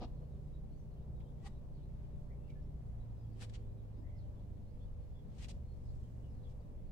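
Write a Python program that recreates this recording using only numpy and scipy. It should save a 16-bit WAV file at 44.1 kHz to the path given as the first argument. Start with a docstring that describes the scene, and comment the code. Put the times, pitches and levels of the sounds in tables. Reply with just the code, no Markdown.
"""A distant engine throbs outside a quiet, open goat shed, then slowly loses speed; its pulses ring through
fixed low resonances. Close by: short dry friction scuffs (two ring hollow), ticks and soft knocks on the dirt
floor, one swell of cloth rustle as a man gets up. Small birds chirp outside in gliding whistles, over a faint
motor hum and the rumble and hiss of air."""
import sys
import numpy as np
from scipy import signal
from scipy.fft import rfft, irfft
from scipy.io import wavfile
from scipy.ndimage import uniform_filter1d

SR = 44100
rng = np.random.default_rng(int(sys.argv[2]) if len(sys.argv) > 2 else 0)


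def file_out(sig):
    """Save sig as 16-bit WAV at sys.argv[1]."""
    # one column per channel
    cols = np.atleast_2d(sig).T
    # limit, then scale
    lim = np.clip(cols, -1, 1)
    pcm = np.round(lim * 32767).astype(np.int16)
    wavfile.write(sys.argv[1], SR, pcm)


N = 304731
T = np.arange(N) / SR
FREQS = np.maximum(np.arange(N // 2 + 1) * SR / N, 1)
SIDE = np.array([[1], [-1]])  # left +, right -

# fixed low resonances the throb rings through, low boom and higher drone under load: f/Hz, width/Hz, gain/dB
BOOM_MODES = [(61.7, 21, 1), (107.77, 19.1, 1.5)]
DRONE_MODES = [(148.4, 13, -2.5), (190.7, 38.7, -11.5), (391.9, 35, -21.5)]
# scuffs: peak t/s, swell/s, slide/s, level/dB, low edge/Hz, high edge/Hz, ring gain/dB, body gain/dB
SCUFF_EVENTS = [ (0.023, 0.011, 0.029, -60, 2900, 5070, -14, 14.5),
                (1.468, .013, 0.012, -59, 1200, 9700, 2.5, -28),
                (3.424, 0.013, 0.023, -55, 1390, 10400, -22, -5),
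                (3.498, .003, .005, -66.5, 1900, 7500, -27, -23),
                (3.548, 0.0083, 0.016, -60, 1850, 7700, -34, -18),
                (5.386, 0.0034, 0.012, -66.5, 1900, 8750, -30, -25),
                (5.443, 0.031, 0.014, -58.5, 1660, 9500, -24, -9),
                (5.488, 0.0017, 0.026, -57, 2450, 9100, -17, -4.5),
                (6.505, .02, 0.021, -78.5, 2800, 9000, -28, -23)]
# friction spectrum: f/Hz, relative density/dB
FRICTION_SPECTRUM = [(200, 24), (1000, 9), (1500, 2), (2800, 2.5), (5000, -1.5), (6300, -4.5), (8000, -3.5),
                     (11000, -11.5), (15000, -13)]
# scuff resonances, hollow ring and dull body: f/Hz, width/Hz, gain/dB
HOLLOW_MODES = [(810, 63, 2.5), (1146, 103, -5.5), (1950, 170, -9)]
BODY_MODES = [(233, 142, -2), (478, 113, -6.5), (727, 163, -8.5), (1160, 115, -17)]
# ticks and knocks: t/s, level/dB, centre f/Hz, decay/s
TICK_EVENTS = [ (0.215, -54, 507, 0.026), (1.203, -71, 2420, 0.014), (2.5, -68.5, 3200, 0.0091),
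               (3.589, -49.5, 450, 0.0079), (3.978, -53.5, 259, 0.073), (5.445, -48, 2650, .0024),
               (5.4835, -53, 3200, .002), ]
# nearest bird notes: t/s, length/s, start f/Hz, end f/Hz, source level/dB
BIRD_NOTES = [ (0.522, 0.045, 3580, 4020, -79), (0.75, 0.083, 6960, 5430, -85.5),
              (1.713, .11, 5400, 2860, -82), (2.28, .05, 1860, 2300, -73), (2.322, 0.23, 2610, 2730, -84),
              (2.481, 0.024, 2035, 2420, -68), (2.545, 0.03, 1750, 1715, -70),
              (3.137, 0.13, 5120, 4880, -87), (4.0, .12, 1724, 2320, -76), (4.07, .13, 2240, 1950, -79),
              (4.146, .08, 5580, 3610, -79), (4.789, .053, 3230, 3710, -78),
              (5.124, 0.086, 3590, 3170, -79.5), (5.647, .1, 4250, 4260, -82), (5.81, .12, 5100, 4750, -83),
              (6.21, 0.072, 3080, 2750, -79), (6.42, 0.052, 4120, 3120, -75.5)]
# motor harmonics: multiple, relative level/dB
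HUM_HARMONICS = [(3, -78.5), (4, -78.5), (5, -75.5), (6, -77.5), (7, -86), (8, -92.5), (9, -92.5),
                 (10, -91), (11, -93.5)]
# outdoor air spectrum: f/Hz, relative density/dB
AIR_SPECTRUM = [(10, 2), (28, 3), (45, -1), (72, 1.5), (88, -11), (130, -7.5), (220, -14), (340, -24.5),
                (530, -25), (690, -31.5), (800, -33), (1450, -47), (3500, -53.5), (12000, -62)]
# stereo width of air and ticks: f/Hz, side minus mid/dB
STEREO_WIDTH = [(25, -1.5), (60, -4), (125, -12), (250, -4.5), (500, -2.5), (1000, 1), (2000, 0),
                (12000, 0)]


def engine(scatter_db=1.67, wander=.003, side_db=-20):
    """Slightly uneven exhaust pulses; only their low boom and drone carry this far."""
    firing_hz, level_db, load_db = throttle()
    firings = np.cumsum(firing_hz * (1 + wander * walk(8))) / SR
    pulses = np.diff(np.floor(firings), prepend=0) * undb(scatter_db * rng.standard_normal(N))
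    boom = irfft(rfft(pulses) * ringing(FREQS, BOOM_MODES), N)
    drone = irfft(rfft(pulses) * ringing(FREQS, DRONE_MODES), N)
    throb = unit(boom + undb(load_db) * drone) * undb(level_db)
    return throb + undb(side_db) * np.roll(throb, SR // 200) * SIDE


def throttle(cruise_hz=29.62, drop_hz=1.1, sag_hz_per_s=1.58, cruise_db=-51.5, fade_db_per_s=14):
    """Firing rate, level and drone gain: the engine cruises, coasts, takes some load again, fades."""
    off_at_s, closing_s, boom_decay_s = 2.75, .28, 2
    reload_at_s, reload_s, fade_at_s = 5.09, .5, 6.32
    coasting_s = np.maximum(T - off_at_s, 0)
    closed = np.minimum(coasting_s / closing_s, 1)
    reloaded = np.clip((T - reload_at_s) / reload_s, 0, 1)
    firing_hz = cruise_hz - drop_hz * closed - sag_hz_per_s * coasting_s
    boom_db = 5.5 * closed * np.exp(-coasting_s / boom_decay_s) + 3.5 * reloaded
    fade_db = fade_db_per_s * np.maximum(T - fade_at_s, 0)
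    load_db = 1.9 - 13.5 * closed + 5.5 * reloaded
    return firing_hz, cruise_db + boom_db - fade_db, load_db


def scuffs(grain_db=2.0, release_s=.0064, sag_db=4, ear_correlation=.067, pan_left_db=2):
    """Friction grains swell with pressure, sag as the surface slides and die quickly when it stops."""
    out, size = np.zeros((2, N)), 2 ** 15
    t, f = axes(size)
    catch_times_s = t[::size // 800]  # contact catches and slips about every 1 ms
    for peak_s, swell_s, slide_s, db, low_hz, high_hz, ring_db, body_db in SCUFF_EVENTS:
        noise = rng.standard_normal((3, size))
        separate, common = noise[:2], noise[2]
        grains = np.sqrt(ear_correlation) * common + np.sqrt(1 - ear_correlation) * separate
        band = 1 / np.sqrt((1 + (low_hz / f) ** 6) * (1 + (f / high_hz) ** 10))
        rub = unit(irfft(rfft(grains) * band * colour(FRICTION_SPECTRUM, f)))
        catch_db = grain_db * np.interp(t, catch_times_s, rng.standard_normal(len(catch_times_s)))
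        ring = undb(ring_db) * unit(irfft(rfft(common) * ringing(f, HOLLOW_MODES)))
        body = undb(body_db) * unit(irfft(rfft(common) * ringing(f, BODY_MODES)))
        start_s = max(peak_s - t[-1] / 2, 0)
        since_peak_s = start_s + t - peak_s
        swell = 1 / (1 + (np.minimum(since_peak_s, 0) / swell_s) ** 2)
        sag = undb(-sag_db * np.clip(since_peak_s / slide_s, 0, 1))
        release = np.exp(-np.maximum(since_peak_s - slide_s, 0) / release_s)
        scuff = (rub * unit(undb(catch_db)) + ring + body) * swell * sag * release
        add(out, start_s, scuff * undb(db + pan_left_db * SIDE / 2))
    return out


def ticks(broad_hz=3000):
    """Tiny knocks and snaps on the dirt floor: the lower, the narrower the band and softer the contact."""
    out, size = np.zeros((2, N)), 2 ** 13
    t, f = axes(size)
    for start_s, db, hz, decay_s in TICK_EVENTS:
        width_hz = hz * np.sqrt(hz / broad_hz)
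        mid, side = rfft(rng.standard_normal((2, size)))
        ears = mid + side * colour(STEREO_WIDTH, f) * SIDE
        crack = unit(irfft(ears * resonance(f, hz, width_hz) ** 2))
        attack = np.minimum(t * hz / 2, 1)
        add(out, start_s, undb(db) * crack * attack * np.exp(-t / decay_s))
    return out


def rustle(peak_s=6.04, half_length_s=.28, level_db=-86, flutter_db=1, crinkle_db=2):
    """Cloth rubs and crinkles in one soft swell as the man gets up."""
    spectrum = colour(FRICTION_SPECTRUM) * abs(resonance(FREQS, hz=7500, width_hz=9000)) ** 2
    hiss = unit(irfft(rfft(rng.standard_normal((2, N))) * spectrum, N))
    swell = 1 / (1 + ((T - peak_s) / half_length_s) ** 4)
    return hiss * swell * undb(level_db + flutter_db * walk(14) + crinkle_db * walk(300))


def birds(direct_db=-12, echo_db=-1, yard_t60_s=.17):
    """Gliding whistles from the trees, a fainter flock behind them, all blurred by the yard."""
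    out, quiver = np.zeros(N), walk(500)
    for start_s, length_s, from_hz, to_hz, db in BIRD_NOTES + flock():
        progress = np.linspace(0, 1, int(length_s * SR))
        rasp = .009 + .15 * abs(np.log(to_hz / from_hz))  # flat notes pure, wide sweeps raspy
        note_quiver = np.take(quiver, int(start_s * SR) + np.arange(len(progress)), mode="wrap")
        hz = from_hz * (to_hz / from_hz) ** progress * (1 + rasp * note_quiver)
        whistle = np.sqrt(2) * np.sin(2 * np.pi * np.cumsum(hz) / SR)
        add(out, start_s, undb(db) * np.sin(np.pi * progress) * whistle)
    return undb(direct_db) * out + undb(echo_db) * echoes(out, yard_t60_s)


def flock(count=80, centre_hz=3800, spread_oct=.35, glide_oct=.25, typical_s=.045):
    """Faint chirps at random times, each gliding up or down; rows as in BIRD_NOTES."""
    notes = []
    for when, length, pitch, glide, strength in rng.uniform(-1, 1, (count, 5)):
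        start_s = (when + 1) / 2 * T[-1]
        from_hz = centre_hz * 2 ** (spread_oct * pitch)
        to_hz = from_hz * 2 ** (glide_oct * (np.sign(glide) + glide) / 2)
        source_db = -87 + 2.5 * strength
        notes.append((start_s, typical_s * 2 ** length, from_hz, to_hz, source_db))
    return notes


def motor_hum(fundamental_hz=98.4, wander=.003026, waver_db=3, gain_db=-1):
    """A far motor's steady harmonics, each wavering a little."""
    phase = 2 * np.pi * np.cumsum(fundamental_hz * (1 + wander * walk(6))) / SR
    out = np.zeros((2, N))
    for multiple, db in HUM_HARMONICS:
        offset_rad = rng.uniform(0, 2 * np.pi) + .5 * rng.standard_normal((2, 1))
        out += np.sqrt(2) * undb(db + waver_db * walk(7)) * np.sin(multiple * phase + offset_rad)
    return undb(gain_db) * out


def air(mid_db=-49, flutter_db=1.53, swell_db=.11):
    """Outdoor rumble and thin hiss; each octave stirs a little, the bass is more alike at both ears."""
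    mid, side = rfft(rng.standard_normal((2, N))) * colour(AIR_SPECTRUM)
    gain = undb(mid_db) / np.std(irfft(mid, N))
    ears = mid + side * colour(STEREO_WIDTH) * SIDE
    drift_db = swell_db * walk(1.2)
    out = np.zeros((2, N))
    for octave in range(4, 15):
        band = np.maximum(1 - abs(np.log2(FREQS) - octave), 0)
        stir_db = flutter_db * walk(8.6) / (1 + 2 ** octave / 4000)
        out += irfft(ears * band, N) * undb(drift_db + stir_db)
    return gain * out


def echoes(x, t60_s):
    """Diffuse reflections from 4 ms on, different at each ear."""
    t = T[:SR // 2]
    tail = rng.standard_normal((2, len(t))) * np.exp(-np.log(1000) * t / t60_s) * (t > .004)
    tail /= np.sqrt(np.sum(tail ** 2, axis=1, keepdims=True))
    return signal.fftconvolve(np.atleast_2d(x), tail, axes=1)[:, :N]


def resonance(f, hz, width_hz):
    """Complex response of one resonance, gain 1 at its centre."""
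    return 1 / (1 + 1j * (f * f - hz * hz) / (f * width_hz))


def ringing(f, modes):
    """Response of steep resonances in parallel."""
    return sum(undb(db) * resonance(f, hz, width_hz) ** 2 for hz, width_hz, db in modes)


def colour(points, f=FREQS):
    """Gain curve through (f/Hz, gain/dB) points."""
    hz, db = np.transpose(points)
    return undb(np.interp(np.log(f), np.log(hz), db))


def walk(rate_hz):
    """Smooth random drift, rms 1."""
    hold = int(SR / rate_hz)
    steps = np.repeat(rng.standard_normal(N // hold + 1), hold)
    return unit(uniform_filter1d(uniform_filter1d(steps, hold), hold)[:N])


def axes(size):
    """t/s and f/Hz of an FFT block."""
    return T[:size], np.maximum(np.arange(size // 2 + 1) * SR / size, 1)


def add(out, start_s, sound):
    """Mix a sound in at start_s."""
    i = max(int(start_s * SR), 0)
    out[..., i:i + sound.shape[-1]] += sound[..., :N - i]


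def undb(db):
    """dB to gain."""
    return 10 ** (np.asarray(db) / 20)


def unit(x):
    """Scale to rms 1."""
    return x / np.sqrt(np.mean(x ** 2))


def scene(shed_db=-15, shed_t60_s=.34):
    """Near sounds with faint shed reflections, over everything outside."""
    near = scuffs() + ticks() + rustle()
    return near + undb(shed_db) * echoes(near, shed_t60_s) + birds() + engine() + motor_hum() + air()


def record(dry):
    """Steep low-pass on the top treble."""
    cutoff_hz = 15750
    return signal.sosfilt(signal.ellip(10, .2, 70, cutoff_hz, fs=SR, output="sos"), dry)


dry = scene()
out = record(dry)
file_out(out)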